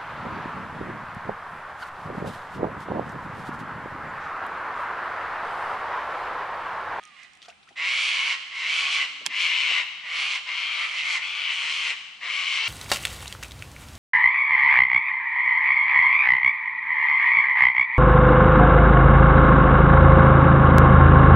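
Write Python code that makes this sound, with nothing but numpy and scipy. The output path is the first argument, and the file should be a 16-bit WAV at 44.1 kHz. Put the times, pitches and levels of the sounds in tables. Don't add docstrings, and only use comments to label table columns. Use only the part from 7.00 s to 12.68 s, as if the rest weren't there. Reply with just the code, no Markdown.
import sys
import numpy as np
from scipy import signal
from scipy.fft import rfft, irfft
from scipy.io import wavfile
from scipy.ndimage import map_coordinates

SR = 44100
rng = np.random.default_rng(int(sys.argv[2]) if len(sys.argv) > 2 else 0)


def unload_wav(signal):
    wavfile.write(
        sys.argv[1],
        SR,
        np.round(np.clip(np.atleast_2d(signal).T, -1, 1) * 32767).astype(np.int16),
    )


N = 250488

# start_s, length_s, attack_s, level_db, swell_db, rasp_db, upper_db, resonance_ratio,
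# scoop_share, open_s, strain_peak_s, strain_db, fizz_db, whistle_hz, whistle_db, left_db
SCREECHES = [ (0.756, 0.62, 0.074, -24, 3.5, -7.5, 4, 1.02, 0.15, 0.089, 0.22, 5.5, -3, 2236, -0.5, -1),
             (1.505, 0.57, 0.2, -24.5, 3.5, -8.5, 1.5, 1.022, 0.14, 0.095, 0.28, 0.5, -2.5, 2220, -4.5, 0),
             (2.287, 0.56, 0.12, -22.5, 1, -10, 6, 0.98, 0.07, 0.08, 0.27, 4, -4, 2220, -6.5, 2.5),
             (3.025, 0.388, 0.18, -25.5, -3, -8, 3, 1.006, 0.1, 0.1, 0.25, 8, -3, 2240, -9.5, -0.5),
             (3.458, 0.43, 0.034, -28.5, 2, -9, 2.5, 1.013, 0.08, 0.049, 0.27, 2, -7.5, 2275, -15.5, 3),
             (3.752, 0.25, 0.087, -31.5, -2.5, -9.5, -3, 1.04, 0.05, 0.053, 0.093, -1, -0.5, 2180, -8, -1.5),
             (3.946, 0.120, 0.038, -26.5, 1, -11, 5.5, 1.02, 0.01, 0.031, 0.06, -3, -2.5, 2170, -3.5, -1),
             (4.019, 0.195, 0.039, -26.5, 4.5, -8.5, -4, 1.0, 0, 0.03, 0.13, -2, 0, 2120, -2.5, 0.5),
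             (4.199, 0.35, 0.024, -28, 6.5, -10.5, 7, 1.034, 0.11, 0.033, 0.36, 4.5, -7, 2150, -11, 3.5),
             (4.45, 0.51, 0.084, -27, 3, -9.5, 3, 0.99, 0.04, 0.084, 0.27, 1.5, 1, 2150, -6, 1.5),
             (5.201, 0.56, 0.062, -27, 4.5, -9.5, 2.5, 0.98, 0.09, 0.062, 0.36, 1, -2.5, 2300, -11.5, 3.5),
             ]
def cockatoos():
    out = np.zeros((2, N))
    for start_s, *shape, left_db in SCREECHES:
        for channel, sound in zip(out, at_microphones(screech(start_s, *shape), left_db)):
            add(channel, start_s, sound)
    return out


# frequency_hz, level_db
THROAT = [(150, -65.5), (250, -37.5), (357, -37), (518, -28.5), (586, -30), (717, -26), (918, -21),
          (1090, -11.5), (1370, -15.5), (1650, -15.5), (1820, -13.5), (2090, -2.5), (2220, -0.5),
          (2630, -6), (3070, -3), (3640, -12.5), (4260, -8.5), (4820, -15.5), (5620, -16), (8950, -30),
          (10100, -40), (13200, -73.5), (22000, -120)]
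def screech(start_s, length_s, attack_s, level_db, swell_db, rasp_db, upper_db, resonance_ratio,
            scoop_share, open_s, strain_peak_s, strain_db, fizz_db, whistle_hz, whistle_db,
            strain_width_s=0.21, close_s=0.04, droop_share=0.13, release_s=0.053, flutter_hz=16.07):
    t = np.arange(0, length_s, 1 / SR)
    remaining_s = length_s - t
    slack_db = strain_db * (np.exp(-((t - strain_peak_s) / strain_width_s) ** 2) - 1)
    shut = scoop_share * np.exp(-t / open_s) + droop_share * np.exp(-remaining_s / close_s)
    pulses = syrinx(start_s + t)
    voice = coloured(pulses, THROAT) + gain_of(-65) * pulses
    voice += gain_of(-15.5 + 26.5 * shut) * resonance(voice, hz=1100, width_hz=100)
    voice += gain_of(whistle_db - 11 * t + 26.5 * shut) * resonance(voice, whistle_hz, width_hz=194)
    speed = resonance_ratio - shut + 0.022 * drift(len(t), hz=14)
    voice = map_coordinates(voice, [np.cumsum(speed)], order=3, mode="mirror")
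    low = lowpass(voice, 2413, order=6)
    body = lowpass(voice, 3307, order=6)
    bright = lowpass(voice, 4900, order=3)
    upper_gain = gain_of(upper_db + slack_db - 31 * shut + 1.3 * drift(len(t), flutter_hz))
    core = (unit_rms(low) + upper_gain * unit_rms(body - low)) / np.hypot(1, upper_gain)
    rasp = unit_rms(bright - body + gain_of(fizz_db) * (voice - bright))
    rasp *= gain_of(rasp_db + 0.31 * slack_db - 13 * shut + 1.3 * drift(len(t), flutter_hz))
    effort_db = level_db + swell_db * (t / length_s - 0.5) + 0.33 * slack_db
    effort_db -= 0.18 * drift(len(t), flutter_hz)
    fade = np.minimum(t / attack_s, 1) ** 0.74 * np.minimum(remaining_s / release_s, 1)
    return gain_of(effort_db) * fade * (core + rasp)


# time_s, pitch_hz, clear_share
CLEAR_NOTE = [(5.576, 457, 0.4), (5.614, 468.7, 0.73), (5.635, 467, 0.3), (5.659, 478, 0.55),
              (5.68, 468, 0.45)]
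def syrinx(t, slap_hz=245, jitter=0.42, uneven_db=-0.5, steady_air=9.7):
    haste = np.exp(jitter * drift(len(t), hz=300))
    cycles = np.cumsum(slap_hz * haste) / SR
    size = gain_of(uneven_db * np.clip(rng.standard_normal(len(t)), -2, 2))
    size /= np.sqrt(haste)
    slaps = np.diff(np.floor(cycles), prepend=0) * size
    air = (steady_air + np.exp(-2 * (cycles % 1))) * rng.standard_normal(len(t))
    harsh = unit_rms(unit_rms(slaps - slaps.mean()) + unit_rms(air))
    time_s, pitch_hz, clear_share = np.transpose(CLEAR_NOTE)
    clear = np.interp(t, time_s, clear_share, left=0)
    phase = 2 * np.pi * np.cumsum(np.interp(t, time_s, pitch_hz)) / SR
    note = sum(np.cos(k * phase) for k in range(1, 14)) * 2 * np.sqrt(pitch_hz.mean() / SR)
    return np.sqrt(1 - clear) * harsh + np.sqrt(clear) * note


def at_microphones(x, left_db, lag_samples_per_db=0.1957):
    n = np.arange(len(x))
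    return [gain_of(db) * map_coordinates(x, [n + lag_samples_per_db * db], order=3)
            for db in (left_db / 2, -left_db / 2)]


# start_s, level_db, treble_db
REEL_TICKS = [(0.030, -42, -9), (0.037, -37, 1), (0.053, -36, 11), (0.076, -46, 4), (0.234, -40, 7),
              (0.335, -42, 2), (0.353, -43, 4), (0.373, -44, 6), (2.2576, -23.5, -12), (2.2626, -15, 8),
              (2.2635, -16, 8), (2.2643, -11.5, 0), (2.2687, -20, -19), (2.2696, -19, -14)]
# frequency_hz, level_db, t60_s
REEL_MODES = [(895, -7, 0.006), (1650, -6.5, 0.008), (2560, -2, 0.006), (3230, -3.5, 0.013),
              (4140, -6, 0.0055), (5700, -0.5, 0.0049), (6820, -2.5, 0.0046), (8620, -2.5, 0.0053),
              (11800, -30, 0.0036)]
# frequency_hz, level_db
REEL_GRIT = [(100, 0), (800, 4), (3000, 2.5), (9000, -2), (11000, -14), (15000, -11)]
def reel(left_db=-4.5, hard_tick_db=-12, grit_decay_s=0.00075):
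    out, t = np.zeros((2, N)), np.arange(SR // 20) / SR
    for start_s, level_db, treble_db in REEL_TICKS:
        ring = np.zeros(len(t))
        for hz, mode_db, t60_s in REEL_MODES:
            decay = gain_of(mode_db + treble_db * (hz > 5000) - 60 * t / t60_s)
            ring += rng.choice([-1, 1]) * decay * np.sin(2 * np.pi * hz * t)
        grit_gain = 0.83 * gain_of(min(treble_db, 0) + 0.3 * (level_db - hard_tick_db))
        for channel in out:
            grit = coloured(rng.standard_normal(len(t)) * np.exp(-t / grit_decay_s), REEL_GRIT)
            add(channel, start_s, gain_of(level_db) * (ring / abs(ring).max() + grit_gain * grit))
    return panned(lowpass(out, 12000) - lowpass(out, 680), left_db)


# start_s, level_db, pitch_hz, rise_per_s, t60_s, spray_gain
SPLASHES = [(0.418, -47, 3550, 1, 0.026, 1), (0.426, -45, 3090, 4, 0.05, 1),
            (0.441, -57, 1310, 5, 0.047, 0.58), (0.448, -49, 3540, -6, 0.075, 0.76),
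            (0.457, -50.5, 1271, 5, 0.034, 0.8), (0.480, -49, 1516, 5, 0.022, 0.76),
            (0.483, -42, 720, -4, 0.066, 0.65), (0.49, -46, 2300, 4, 0.025, 0.4),
            (0.499, -38.5, 2620, 11, 0.018, 0.35), (0.51, -50, 1420, 18.5, 0.047, 0.2),
            (0.525, -50, 1950, 45, 0.04, 0.1), (0.575, -63, 2690, 11, 0.015, 0.7),
            (0.629, -48, 3200, 70, 0.029, 0.22), (0.673, -50.5, 1200, 30, 0.055, 0.45),
            (0.683, -49, 2300, 72.5, 0.04, 0), (0.688, -48, 1880, 6, 0.035, 0.5),
            (0.708, -45, 760, 6, 0.02, 0.04), (0.726, -50, 3070, 4, 0.024, 0.17)]
def lure(droplets_per_s=1500, spray_t60_s=0.057, attack_s=0.00063):
    out, t = np.zeros(N), np.arange(SR // 16) / SR
    onset = 1 - np.exp(-t / attack_s)
    for start_s, level_db, pitch_hz, rise_per_s, t60_s, spray_gain in SPLASHES:
        bubble = np.sin(2 * np.pi * pitch_hz * (t + rise_per_s * t ** 2 / 2)) * gain_of(-60 * t / t60_s)
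        droplets = rng.standard_normal(len(t)) * (rng.random(len(t)) < droplets_per_s / SR)
        spectrum = [(pitch_hz / 3, -20), (pitch_hz, 0), (5800, -8), (11000, -30), (16000, -45)]
        spatter = unit_rms(coloured(droplets, spectrum)) * gain_of(-60 * t / spray_t60_s)
        add(out, start_s, gain_of(level_db) * (bubble + spray_gain * spatter) * onset)
    return lowpass(out, 13000)


# time_s, pitch_hz, level_db
FAR_CALL = [(0, 1250, -58), (.06, 1233, -55), (0.121, 1176, -58), (0.18, 1053, -52.5), (0.244, 1022, -50.5),
            (.28, 958, -61)]
# frequency_hz, level_db
FAR_HOARSENESS = [(350, -62), (600, -30), (1080, -29.5), (1570, -21.5), (1720, -12.5), (2620, -15),
                  (3510, -20.5), (9000, -42.5), (11700, -74), (19800, -120)]
def far_bird(note_db=-5, waver=0.013, left_db=-6, release_s=0.012):
    time_s, pitch_hz, level_db = np.transpose(FAR_CALL)
    t = np.arange(0, time_s[-1], 1 / SR)
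    progress = t / t[-1]
    wavering_hz = np.interp(t, time_s, pitch_hz) * (1 + waver * drift(len(t), hz=306))
    phase = 2 * np.pi * np.cumsum(wavering_hz) / SR
    note = np.sin(phase) * (1 - progress ** 2) ** 2 + np.sin(2 * phase) * progress
    hoarse = coloured(rng.standard_normal(len(t)), FAR_HOARSENESS)
    cry = unit_rms(hoarse) + gain_of(note_db) * unit_rms(note)
    envelope = gain_of(np.interp(t, time_s, level_db)) * np.minimum((t[-1] - t) / release_s, 1)
    return panned(np.pad(cry * envelope, (0, N - len(t))), left_db)


# frequency_hz, t60_s
TREES_DECAY = [(300, 0.62), (1100, 1.65), (2700, 1.3), (5000, 1.56), (10000, 1), (14000, .35)]
# frequency_hz, gain_db
TREES_TONE = [(300, -6), (1100, -7), (1600, -6), (2100, -9.5), (2900, -6.5), (4200, -8), (9000, -5.5),
              (14000, -23)]
def trees(x):
    return reflections(x, TREES_DECAY, TREES_TONE, delay_s=0.02, common_gain=0.975, path_sets=6)


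# frequency_hz, t60_s
BANK_DECAY = [(300, 0.15), (3000, 0.06), (10000, 0.05)]
# frequency_hz, gain_db
BANK_TONE = [(400, -3), (1100, 0), (3500, -10), (6000, -2), (10000, 6)]
def near_bank(x):
    return reflections(x, BANK_DECAY, BANK_TONE, delay_s=0.000985, common_gain=0, path_sets=20)


def reflections(x, decay, tone, delay_s, common_gain, path_sets, taps_per_s=6000):
    out = np.zeros((2, N))
    position = np.linspace(0, path_sets - 1, N)
    for k in range(path_sets):
        taps = rng.choice([-1., 1.], (3, SR)) * (rng.random((3, SR)) < taps_per_s / SR)
        hz, t, bands = signal.stft(taps[:2] + common_gain * taps[2], SR, nperseg=256)
        fade = gain_of(-60 * t / curve_at(decay, hz)[:, None])
        fade /= np.sqrt((fade ** 2).mean(1, keepdims=True))
        tail = signal.istft(bands * fade * gain_of(curve_at(tone, hz))[:, None], SR, nperseg=256)[1]
        tail /= np.linalg.norm(taps[0]) * np.sqrt(1 + common_gain ** 2)
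        tail = np.pad(tail, ((0, 0), (round(delay_s * SR), 0)))
        crossfade = np.cos(np.pi / 2 * np.clip(position - k, -1, 1))
        out += signal.fftconvolve(x * crossfade, tail, axes=1)[:, :N]
    return out


# start_s, peak_db, top_hz, length_s
BUMPS = [(0.711, -53, 600, 0.016), (1.161, -58, 45, 0.057), (1.68, -58.5, 50.57, 0.2),
         (2.208, -46, 614, 0.035), (2.265, -48, 500, 0.049), (2.57, -62, 50.4, 0.19),
         (2.711, -39, 750, 0.016), (4.025, -53, 250, 0.035)]
def handling_bumps():
    out, t = np.zeros(N), np.arange(SR // 2) / SR
    for start_s, peak_db, top_hz, length_s in BUMPS:
        age = t / (length_s / 4)
        band = signal.butter(2, [top_hz / 3, top_hz], "bandpass", fs=SR, output="sos")
        thud = signal.sosfilt(band, rng.standard_normal(len(t))) * age * np.exp(-age)
        add(out, start_s, gain_of(peak_db) * thud / abs(thud).max())
    return out


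def hum(pitch_hz=285, level_db=-66, waver=0.017):
    swell = np.interp(np.arange(N) / SR, [1.85, 2.1, 2.3, 2.65], [0, 1, 1, 0])
    phase = 2 * np.pi * np.cumsum(pitch_hz * (1 + waver * drift(N, hz=120))) / SR
    return gain_of(level_db) * swell * np.sin(phase)


# frequency_hz, relative_db
BUSH_AIR = [(15, -54), (25, -11.5), (68, -14), (84, -2), (102, -21.5), (156, -2), (387, -12), (672, -12),
            (762, -0.5), (931, -9), (1460, -5.5), (1840, -15), (2360, -2), (4530, -15), (6440, -22),
            (8500, -19.5), (10100, -27), (13200, -56), (22000, -120)]
def bush_air(level_db=-59):
    common, left, right = rng.standard_normal((3, N))
    noise = 0.38 * common + 0.85 * np.array([left, right])
    spectrum = gain_of(curve_at(BUSH_AIR, np.fft.rfftfreq(N, 1 / SR)))
    return gain_of(level_db) * unit_rms(irfft(rfft(noise) * spectrum, N))


def gain_of(db):
    return 10 ** (np.asarray(db) / 20)


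def unit_rms(x):
    return x / np.sqrt(np.mean(x ** 2) + 1e-20)


def panned(x, left_db):
    return x * gain_of([[left_db / 2], [-left_db / 2]])


def curve_at(points, hz):
    point_hz, value = np.transpose(points)
    return np.interp(np.log(hz + 1), np.log(point_hz + 1), value)


def add(mix, start_s, sound):
    part = mix[max(round(start_s * SR), 0):][:len(sound)]
    part += sound[:len(part)]


def coloured(x, spectrum):
    gain_db = np.maximum(curve_at(spectrum, abs(np.fft.fftfreq(4096, 1 / SR))), -100)
    response = np.exp(np.conj(signal.hilbert(np.log(gain_of(gain_db)))))
    ring = np.fft.ifft(response).real[:2048]
    return signal.oaconvolve(x, ring)[:len(x)]


def lowpass(x, hz, order=2):
    return signal.sosfiltfilt(signal.butter(order, hz, fs=SR, output="sos"), x)


def resonance(x, hz, width_hz):
    return signal.lfilter(*signal.iirpeak(hz, hz / width_hz, fs=SR), x)


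def drift(count, hz):
    knots = rng.standard_normal(2048)
    return unit_rms(map_coordinates(knots, [np.arange(count) * hz / SR], order=2, mode="mirror"))


def scene():
    calls = gain_of(-3) * cockatoos()
    far = far_bird()
    water = gain_of(1.5) * lure()
    tackle = gain_of(1.5) * reel()
    scatter = near_bank(calls + far + water + gain_of(-15) * tackle)
    echo = trees(calls + gain_of(4.5) * far + gain_of(-8) * water)
    return calls + far + water + tackle + scatter + echo + handling_bumps() + hum() + bush_air()


def record(dry, top_hz=15700):
    band_limit = signal.firwin(511, top_hz, window=("kaiser", 9), fs=SR)
    return signal.oaconvolve(dry, band_limit[None], "same")


dry = scene()
out = record(dry)
unload_wav(out)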